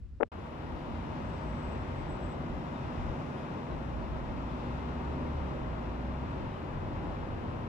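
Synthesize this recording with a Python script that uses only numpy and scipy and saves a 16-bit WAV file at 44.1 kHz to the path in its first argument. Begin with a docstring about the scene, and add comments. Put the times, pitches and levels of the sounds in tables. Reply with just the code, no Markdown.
"""Town traffic, heard from a footbridge over a quiet railway station: broadband noise of far tyres, engine
rumble and machine hums that waver by multipath interference. One vehicle changes gear, another speeds up
and a brake squeals faintly; birds, dry grass, a whine and two knocks lie low in the mix. Eddies of a
breeze buffet the microphone. It opens on faint wind and a stick-slip scuff by the left port; after a
blink of silence the town fades in."""
import sys
import numpy as np
from scipy import signal
from scipy.fft import rfft, irfft
from scipy.io import wavfile

SR = 44100
rng = np.random.default_rng(int(sys.argv[2]) if len(sys.argv) > 2 else 0)


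def master(y):
    """Save y as 16-bit WAV."""
    cut = np.clip(np.atleast_2d(y).T, -1, 1)
    pcm = np.round(cut * 32767)  # scale
    wavfile.write(sys.argv[1], SR, pcm.astype(np.int16))


N = 338688
TIME = np.arange(N) / SR
BIN_HZ = np.arange(N // 2 + 1) * SR / N
SIDE = np.array([[.5], [-.5]])  # splits a difference between left and right

# the town's sound field at the two microphone ports: f/Hz, coherence, left lead/rad, left minus right/dB
TOWN_FIELD = [(100, 0.95, 0.5, 1.5), (245, 0.9, -0.1, 0), (450, 0.81, -2, 1), (638, 0.44, 1.2, -1),
              (924, 0.86, -1.18, 4.5), (1166, 0.59, -2.5, 7), (1590, 0.27, -3, 6.5), (2090, 0.7, -5.5, 4.5),
              (2540, 0.44, -6, 6), (2970, 0, -7.5, 4), (3750, 0.53, -8, 1.5), (5400, 0, -9, 6.5),
              (9300, 0.1, -11, 2)]


def from_db(db):
    """Amplitude ratio of a level in decibels."""
    return 10 ** (np.asarray(db) / 20)


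def rms_one(x):
    """Normalisation: the mean of the channels gets rms 1."""
    return x / np.sqrt(np.mean(np.atleast_2d(x).mean(axis=0) ** 2) + 1e-20)


def in_time(rows):
    """Linear interpolation of a table's columns at every sample."""
    s, *columns = np.transpose(rows)
    return [np.interp(TIME, s, c) for c in columns]


def at_hz(rows, hz):
    """Interpolation of a table's columns on a logarithmic frequency axis."""
    f, *columns = np.transpose(rows)
    return [np.interp(np.log(hz), np.log(f), c) for c in columns]


def envelope(start, length, attack, release):
    """Trapezoidal envelope, its ramps centred on the start and the end."""
    return np.clip(.5 + np.minimum((TIME - start) / attack, (start + length - TIME) / release), 0, 1)


def butterworth(x, order, hz, kind):
    """Maximally flat filtering."""
    return signal.sosfilt(signal.butter(order, hz, kind, fs=SR, output="sos"), x)


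def part_below(x, hz, power):
    """Zero-phase low-pass, so that subtraction leaves the complementary upper band."""
    return irfft(rfft(x) / (1 + (BIN_HZ / hz) ** power), N)


def drift(rate):
    """Random modulation: low-passed noise of rms 1, changing about rate times a second."""
    step = 40  # samples between computed points
    pole = np.exp(-2 * np.pi * rate * step / SR)
    slow = signal.lfilter([1], [1, -2 * pole, pole * pole], rng.standard_normal(N // step + 4002))[4000:]
    return np.interp(np.arange(N) / step, np.arange(len(slow)), rms_one(slow))


def multipath(scatter, rate):
    """Interference: a direct path plus a random scattered phasor, with unit mean power."""
    return (1 + scatter * (drift(rate) + 1j * drift(rate))) / np.sqrt(1 + 2 * scatter ** 2)


def echoed_tone(hz, scatter, rate, octave_db=-np.inf):
    """A tone and its optional octave, blurred by reflections from the buildings."""
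    phasor = np.exp(2j * np.pi * np.cumsum(hz * np.ones(N)) / SR)
    return np.sqrt(2) * (multipath(scatter, rate) * (phasor + from_db(octave_db) * phasor ** 2)).real


def stereo_noise(spectrum, field):
    """Partial coherence: shared and independent noise mix at the ports; field is laid out as TOWN_FIELD."""
    hz = np.maximum(BIN_HZ, 1)
    coherence, phase, pan_db = at_hz(field, hz)
    shared, own = rfft(rng.standard_normal(N)), rfft(rng.standard_normal((2, N)))
    mixed = np.sqrt(coherence) * shared * np.exp(1j * SIDE * phase) + np.sqrt(1 - coherence) * own
    octaves_outside = abs(np.log2(hz / np.clip(hz, spectrum[0][0], spectrum[-1][0])))
    colour = from_db(at_hz(spectrum, hz)[0] - 24 * octaves_outside)
    return rms_one(irfft(mixed * colour * from_db(SIDE * pan_db), N))


def wind(lull_db=-52.5, lump_db=-2.0, edge_ratio=1.33, attack_s=0.031, release_s=0.086):
    """Turbulence: eddies press unevenly on the two ports, and each gust lifts one low band of them."""
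    # eddy pressure spectrum: f/Hz, level/dB
    spectrum = [(15, -16.5), (28, 0.5), (45, -1.5), (65, 2.5), (100, -4.5), (180, -10), (400, -22),
                (1500, -52)]
    # gusts: start t/s, length/s, centre f/Hz, level/dB
    gusts = [(-0.05, 0.13, 58.4, -44), (0.12, 0.043, 57.7, -42.5), (.66, 0.17, 38, -48),
             (.88, .45, 49.7, -47.5), (1.437, 0.36, 57.5, -43), (1.97, 0.18, 40, -44),
             (2.22, 0.35, 58, -50.5), (2.495, 0.12, 44, -42.5), (2.84, 0.13, 76.4, -45),
             (2.96, 0.17, 42.7, -41.5), (3.72, 0.069, 46, -41), (3.9, 0.2, 54, -42.5),
             (4.1, 0.34, 43.8, -43.5), (4.52, 2, 36, -52.5), (6.678, 0.71, 36, -50),
             (7.393, .37, 60, -47.5)]
    lumps = from_db(lump_db * np.array([drift(7.7), drift(2.2)]))
    eddies = rms_one(lumps * stereo_noise(spectrum, [(30, 0.2, 0, -1.1), (100, 1.0, 0, 0)]))
    out = from_db(lull_db) * eddies
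    for s, length, hz, db in gusts:
        buffet = butterworth(eddies, 1, [hz / edge_ratio, hz * edge_ratio], "band")
        out += from_db(db) * envelope(s, length, attack_s, release_s) * rms_one(buffet)
    return out


def hush():
    """Faint broadband noise whose level and coherence fall with frequency."""
    # hush spectrum: f/Hz, level/dB
    spectrum = [(1000, 0.5), (2500, -4), (5000, -11), (8000, -16.5), (14000, -36)]
    return from_db(-77.5) * stereo_noise(spectrum, [(1000, 0.9, 0, 0.0055), (8000, 0.071, 0, 0.0038)])


def scuff(low_hz=265, high_hz=2970):
    """Stick-slip friction: two quick runs of soft impulses excite the casing's modes by the left port."""
    # contact impulses: t/s, level/dB, cut-off f/Hz
    touches = [(.2012, -25, 706), (0.2053, -18, 990), (0.2086, -14.5, 1150), (0.2110, -22.5, 2050),
               (0.2193, -17.5, 850), (.2260, -13.5, 694), (0.2279, -12.5, 870), (0.2303, -18, 850),
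               (.2319, -12.5, 3700), (0.2352, -20, 1000), (0.2452, -36, 700)]
    # damped modes of the casing: f/Hz, level/dB, T60/s
    modes = [(257, -22, 0.033), (479, -6, 0.038), (610, -4.5, 0.013), (800, -8.5, 0.011),
             (1340, 3.5, 0.0033), (2000, -9, 0.003)]
    force, ringing = np.zeros((2, N))
    for s, db, contact_hz in touches:
        impulse = np.full(N, 1e-18)
        impulse[round(s * SR)] = from_db(db)
        force += butterworth(impulse, 4, contact_hz, "low")
    for hz, db, t60 in modes:
        radius, angle = from_db(-60 / (t60 * SR)), 2 * np.pi * hz / SR
        feedback = [1, -2 * radius * np.cos(angle), radius ** 2]
        ringing += from_db(db) * signal.lfilter([0, np.sin(angle)], feedback, force)
    dulled = butterworth(ringing, 4, high_hz, "low")
    return butterworth(dulled, 4, low_hz, "high") * from_db([[0], [-30]])


def tyres(level_db=-44, split_hz=1900, flutter_db=0.23, hiss_flutter_db=0.3, sink_db_per_s=0.16):
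    """Rolling noise, modulated by traffic flow and moving air; its hiss also flutters alone and sinks."""
    # tyre noise spectrum: f/Hz, level/dB
    spectrum = [(200, -6), (320, 3), (430, 1.5), (600, 0.5), (740, -2.5), (950, 0), (1220, -4.5),
                (1550, -10.5), (2150, -15), (2700, -17), (3800, -24), (4600, -30), (7400, -39.5),
                (8400, -48)]
    # swell of the traffic: t/s, relative level/dB
    flow = [(1, -0.5), (2.1, 0), (2.5, -0.5), (2.85, 0.2), (3.3, 0.5), (3.85, -1.04), (4.8, 0.35), (5.3, 0),
            (5.9, 0), (6.6, -0.2), (7.6, -0.55)]
    noise = stereo_noise(spectrum, TOWN_FIELD)
    roar = part_below(noise, split_hz, power=4)
    hiss_db = hiss_flutter_db * drift(8.3) - sink_db_per_s * (TIME - TIME.mean())
    hiss = (noise - roar) * from_db(hiss_db)
    flow_db, = in_time(flow)
    return from_db(level_db + flow_db + flutter_db * drift(3.2)) * (roar + hiss)


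def rumble(level_db=-42, throb_db=0.74, split_hz=105):
    """Superposition: far engines blur into low noise, whose deepest band comes and goes."""
    # engine noise spectrum: f/Hz, level/dB
    spectrum = [(20, -14), (35, -19), (60, -0.5), (80, 3), (115, -2), (190, -1.5), (290, -4), (380, -14),
                (600, -40)]
    # swell of the deepest band: t/s, relative level/dB
    deep_swell = [(.4, 0.5), (1.2, -1), (2.5, 0.5), (3.15, -1.5), (3.35, -6), (3.6, -5), (3.85, 1),
                  (5.3, -0.5), (6.3, 0.5), (6.8, -1), (7.1, 3), (7.6, -1)]
    noise = stereo_noise(spectrum, TOWN_FIELD)
    deep = part_below(noise, split_hz, power=8)
    deep_db, = in_time(deep_swell)
    return from_db(level_db + throb_db * drift(7.2)) * (noise - deep + deep * from_db(deep_db))


def hums(gain_db=-1.5, ramp_s=0.25):
    """Multipath fading: steady tones arrive by several shifting paths, so they swell and fade."""
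    # idling engines and machines: f/Hz, relative level/dB, left lead/rad, start t/s, length/s
    tones = [(58.5, -47, .4, 1.1, .95), (75, -51.5, .4, 0.25, 1.5), (91.3, -50.5, 0, 0.25, 7.6),
             (133, -49, 0, 1.07, 5.9), (136.2, -52.5, 0, 2.26, 0.96), (150, -49, 0.05, 0.26, 7.4),
             (157.5, -50, 0, .95, 0.5), (185, -56, 0, 0.26, 6.9), (225.3, -53, 0, .8, 7.1),
             (245.2, -48, -0.39, 0.59, 7.3), (326.4, -62.5, 0.033, .3, 7.6), (371.7, -57, 0, 0.95, 6.9),
             (626.4, -57.5, 0, 0.39, 6.8)]
    out = np.zeros((2, N))
    for hz, db, phase, start, length in tones:
        tone = multipath(scatter=0.42, rate=2.67) * np.exp(1j * (2 * np.pi * hz * TIME + phase * SIDE))
        out += from_db(db) * envelope(start, length, ramp_s, ramp_s) * rms_one(tone.real)
    return out * from_db(gain_db)


def air():
    """Incoherent noise: a thin high hiss, independent at the two ports."""
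    # hiss spectrum: f/Hz, level/dB
    spectrum = [(3000, -6), (7000, 1), (9400, 4), (11000, 2.5), (15000, 0)]
    field = [(7000, 0, 0, -3), (9400, 0, 0, 6.5), (11500, 0.0024, 0, 0)]
    return from_db(-85) * stereo_noise(spectrum, field)


def grass(rest_db=-92):
    """Amplitude-modulated noise: dry grass rustles in the breeze, mostly on the left."""
    # rustle spectrum: f/Hz, level/dB
    spectrum = [(3800, -10), (5400, 8), (7500, -3), (8300, -11), (9400, -8), (11000, -22.5)]
    # Gaussian swells: peak t/s, half length/s, level/dB
    swells = [(1.4, 0.52, -79), (3.05, 0.81, -77.5), (4.6, 0.68, -85.5)]
    gain = from_db(rest_db) + sum(from_db(db) * np.exp(-((TIME - s) / half) ** 2) for s, half, db in swells)
    return gain * stereo_noise(spectrum, [(4000, 0.0075, 0.0055, 5), (9000, 0.0088, 0.0041, 16.0)])


def brake(sag_hz_per_s=170):
    """Friction-excited vibration: a far brake on the left squeals, sinking in pitch as the wheel slows."""
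    # squeals: start t/s, length/s, starting f/Hz, relative level/dB, ramp/s
    squeals = [(0.437, .05, 8030, -83, .04), (1.24, .2, 7890, -84.5, .08), (1.482, 0.31, 7885, -77, 0.28),
               (1.965, 0.06, 7830, -78, .05), (2.085, 0.088, 7775, -73, .05),
               (2.208, 0.13, 7752, -73.5, .04)]
    out = np.zeros(N)
    for s, length, hz, db, ramp_s in squeals:
        tone = echoed_tone(hz - sag_hz_per_s * (TIME - s), scatter=0.55, rate=55)
        out += from_db(db) * envelope(s, length, ramp_s, ramp_s) * tone
    return out * from_db([[5.5], [-18]])


def passing_cars():
    """Band-limited rolling noise: single cars on the left each swell out of the roar in one octave."""
    # passes: peak t/s, half length/s, centre f/Hz, relative level/dB
    passes = [(0.85, 0.4, 2400, -64), (1.7, 0.46, 1530, -58.5), (2.1, 0.48, 460, -53),
              (3.8, 0.48, 250, -50.5), (3.8, 0.46, 455, -52.5), (4.7, 0.5, 2980, -70),
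              (5.35, 0.43, 388, -49.5), (5.1, 0.24, 1150, -64), (7.5, 0.34, 360, -52.5)]
    out, white = 0, rng.standard_normal((2, N))
    for s, half, hz, db in passes:
        octave = butterworth(white, 2, [hz / np.sqrt(2), hz * np.sqrt(2)], "band")
        out += from_db(db) * np.exp(-((TIME - s) / half) ** 2) * rms_one(octave)
    return out * from_db([[1], [-3]])


def birds(half_s=0.03, fall_hz_per_s=2500):
    """Linear frequency sweeps: short falling chirps, smeared by scattering over distance."""
    # chirps: peak t/s, f/Hz, relative level/dB
    chirps = [(.78, 4650, -74), (.78, 5350, -79), (1.19, 4400, -76), (1.395, 4750, -74), (2.05, 4560, -75),
              (2.77, 3600, -66), (3.39, 3290, -65), (3.4, 4950, -75.5), (3.39, 8900, -87),
              (3.39, 9350, -88), (3.72, 3940, -71.5), (4.02, 4400, -78), (4.02, 4950, -80),
              (4.52, 3410, -68), (6.53, 3780, -71), (6.571, 3060, -64)]
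    blur = multipath(scatter=1.4, rate=90)
    out = np.zeros(N)
    for s, hz, db in chirps:
        near = abs(TIME - s) < 4 * half_s
        t = TIME[near] - s
        sweep = np.exp(2j * np.pi * (hz - fall_hz_per_s * t / 2) * t)
        out[near] += np.sqrt(2) * from_db(db) * np.exp(-(t / half_s) ** 2) * (blur[near] * sweep).real
    return out * from_db([[3], [-2]])


def gear_changes():
    """Periodic firing: an exhaust note rises and falls with engine speed through the gears."""
    # exhaust note: t/s, firing f/Hz, level/dB
    exhaust = [(3.68, 61, -48), (3.98, 60.9, -42), (4.15, 59.5, -50), (4.45, 57.7, -48),
               (4.66, 61.2, -44.5), (4.85, 66, -39.5), (5.29, 75.26, -42), (5.43, 71.1, -38),
               (5.58, 61.2, -43.5), (5.72, 57.6, -44), (5.89, 54.56, -40), (6.029, 61.5, -39),
               (6.15, 65.5, -39.5), (6.3, 61.9, -41), (6.47, 54.8, -46), (6.62, 48.9, -57),
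               (6.88, 50.55, -56.5), (6.99, 52.8, -42), (7.25, 53, -45), (7.38, 53.7, -59)]
    hz, db = in_time(exhaust)
    start, end = exhaust[0][0], exhaust[-1][0]
    note = echoed_tone(hz, scatter=0.12, rate=8.3, octave_db=-11.5)
    return from_db(db) * envelope(start, end - start, .05, .05) * note


def whine(hz=2595):
    """Random modulation spreads a tone into a narrow band: a faint whine in the traffic."""
    gain = from_db(-70) * envelope(start=4.2, length=0.97, attack=.2, release=.2)
    return gain * echoed_tone(hz, scatter=3, rate=78) * from_db([[2.5], [-2.5]])


def accelerating_vehicle(start_s=6.2, start_hz=88.7, rise_hz_per_s=20, swell_s=0.75, level_db=-46.5):
    """Uniform acceleration: the firing rate, and so the exhaust pitch, climbs linearly."""
    elapsed = np.maximum(TIME - start_s, 0)
    note = echoed_tone(start_hz + rise_hz_per_s * elapsed, scatter=0.14, rate=7.6, octave_db=-23)
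    return note * from_db(level_db) * np.minimum(elapsed / swell_s, 1)


def knocks(band_hz=(480, 1050), t60_s=0.023):
    """Exponential decay: two dull far knocks, each a burst of band-limited noise."""
    # impacts: t/s, level before filtering/dB
    impacts = [(7.069, -23), (7.106, -18)]
    decays = sum(from_db(db - 60 * np.maximum(TIME - s, 0) / t60_s) * (TIME >= s) for s, db in impacts)
    return butterworth(decays * rng.standard_normal(N), 3, band_hz, "band") * from_db([[1.2], [-1.2]])


def scene():
    """Superposition: hush and scuff before a blink of silence, the town after it, wind on both sides."""
    # the silence: start t/s, end t/s
    silence = (.287, .317)
    opening, high_hiss = hush() + scuff(), air()
    town = tyres() + rumble() + hums() + gear_changes() + accelerating_vehicle() + whine()
    town += brake() + birds() + grass() + passing_cars() + knocks()
    fade_in = np.interp(TIME, [0, 1.16], [0.57, 1])
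    before = np.clip((silence[0] - TIME) / .01, 0, 1)
    after = np.clip(np.minimum(TIME - silence[1], TIME[-1] - TIME) / .002, 0, 1)
    return opening * before + (fade_in * town + high_hiss) * after + wind() * (before + after)


def record(dry, cutoff_hz=15400):
    """Frequency response: the microphone ports carve shallow notches, and the top is cut steeply."""
    # notches of the ports: f/Hz, bandwidth/Hz, level/dB
    notches = [(1690, 390, 0), (2267, 120, -4), (3220, 180, -2), (4250, 400, -0.5), (6420, 610, -3)]
    for hz, width_hz, db in notches:
        band = signal.lfilter(*signal.iirpeak(hz, hz / width_hz, fs=SR), dry)
        dry = dry + (from_db(db) - 1) * band
    return signal.sosfilt(signal.ellip(10, .1, 80, cutoff_hz, fs=SR, output="sos"), dry)


dry = scene()
out = record(dry)
master(out)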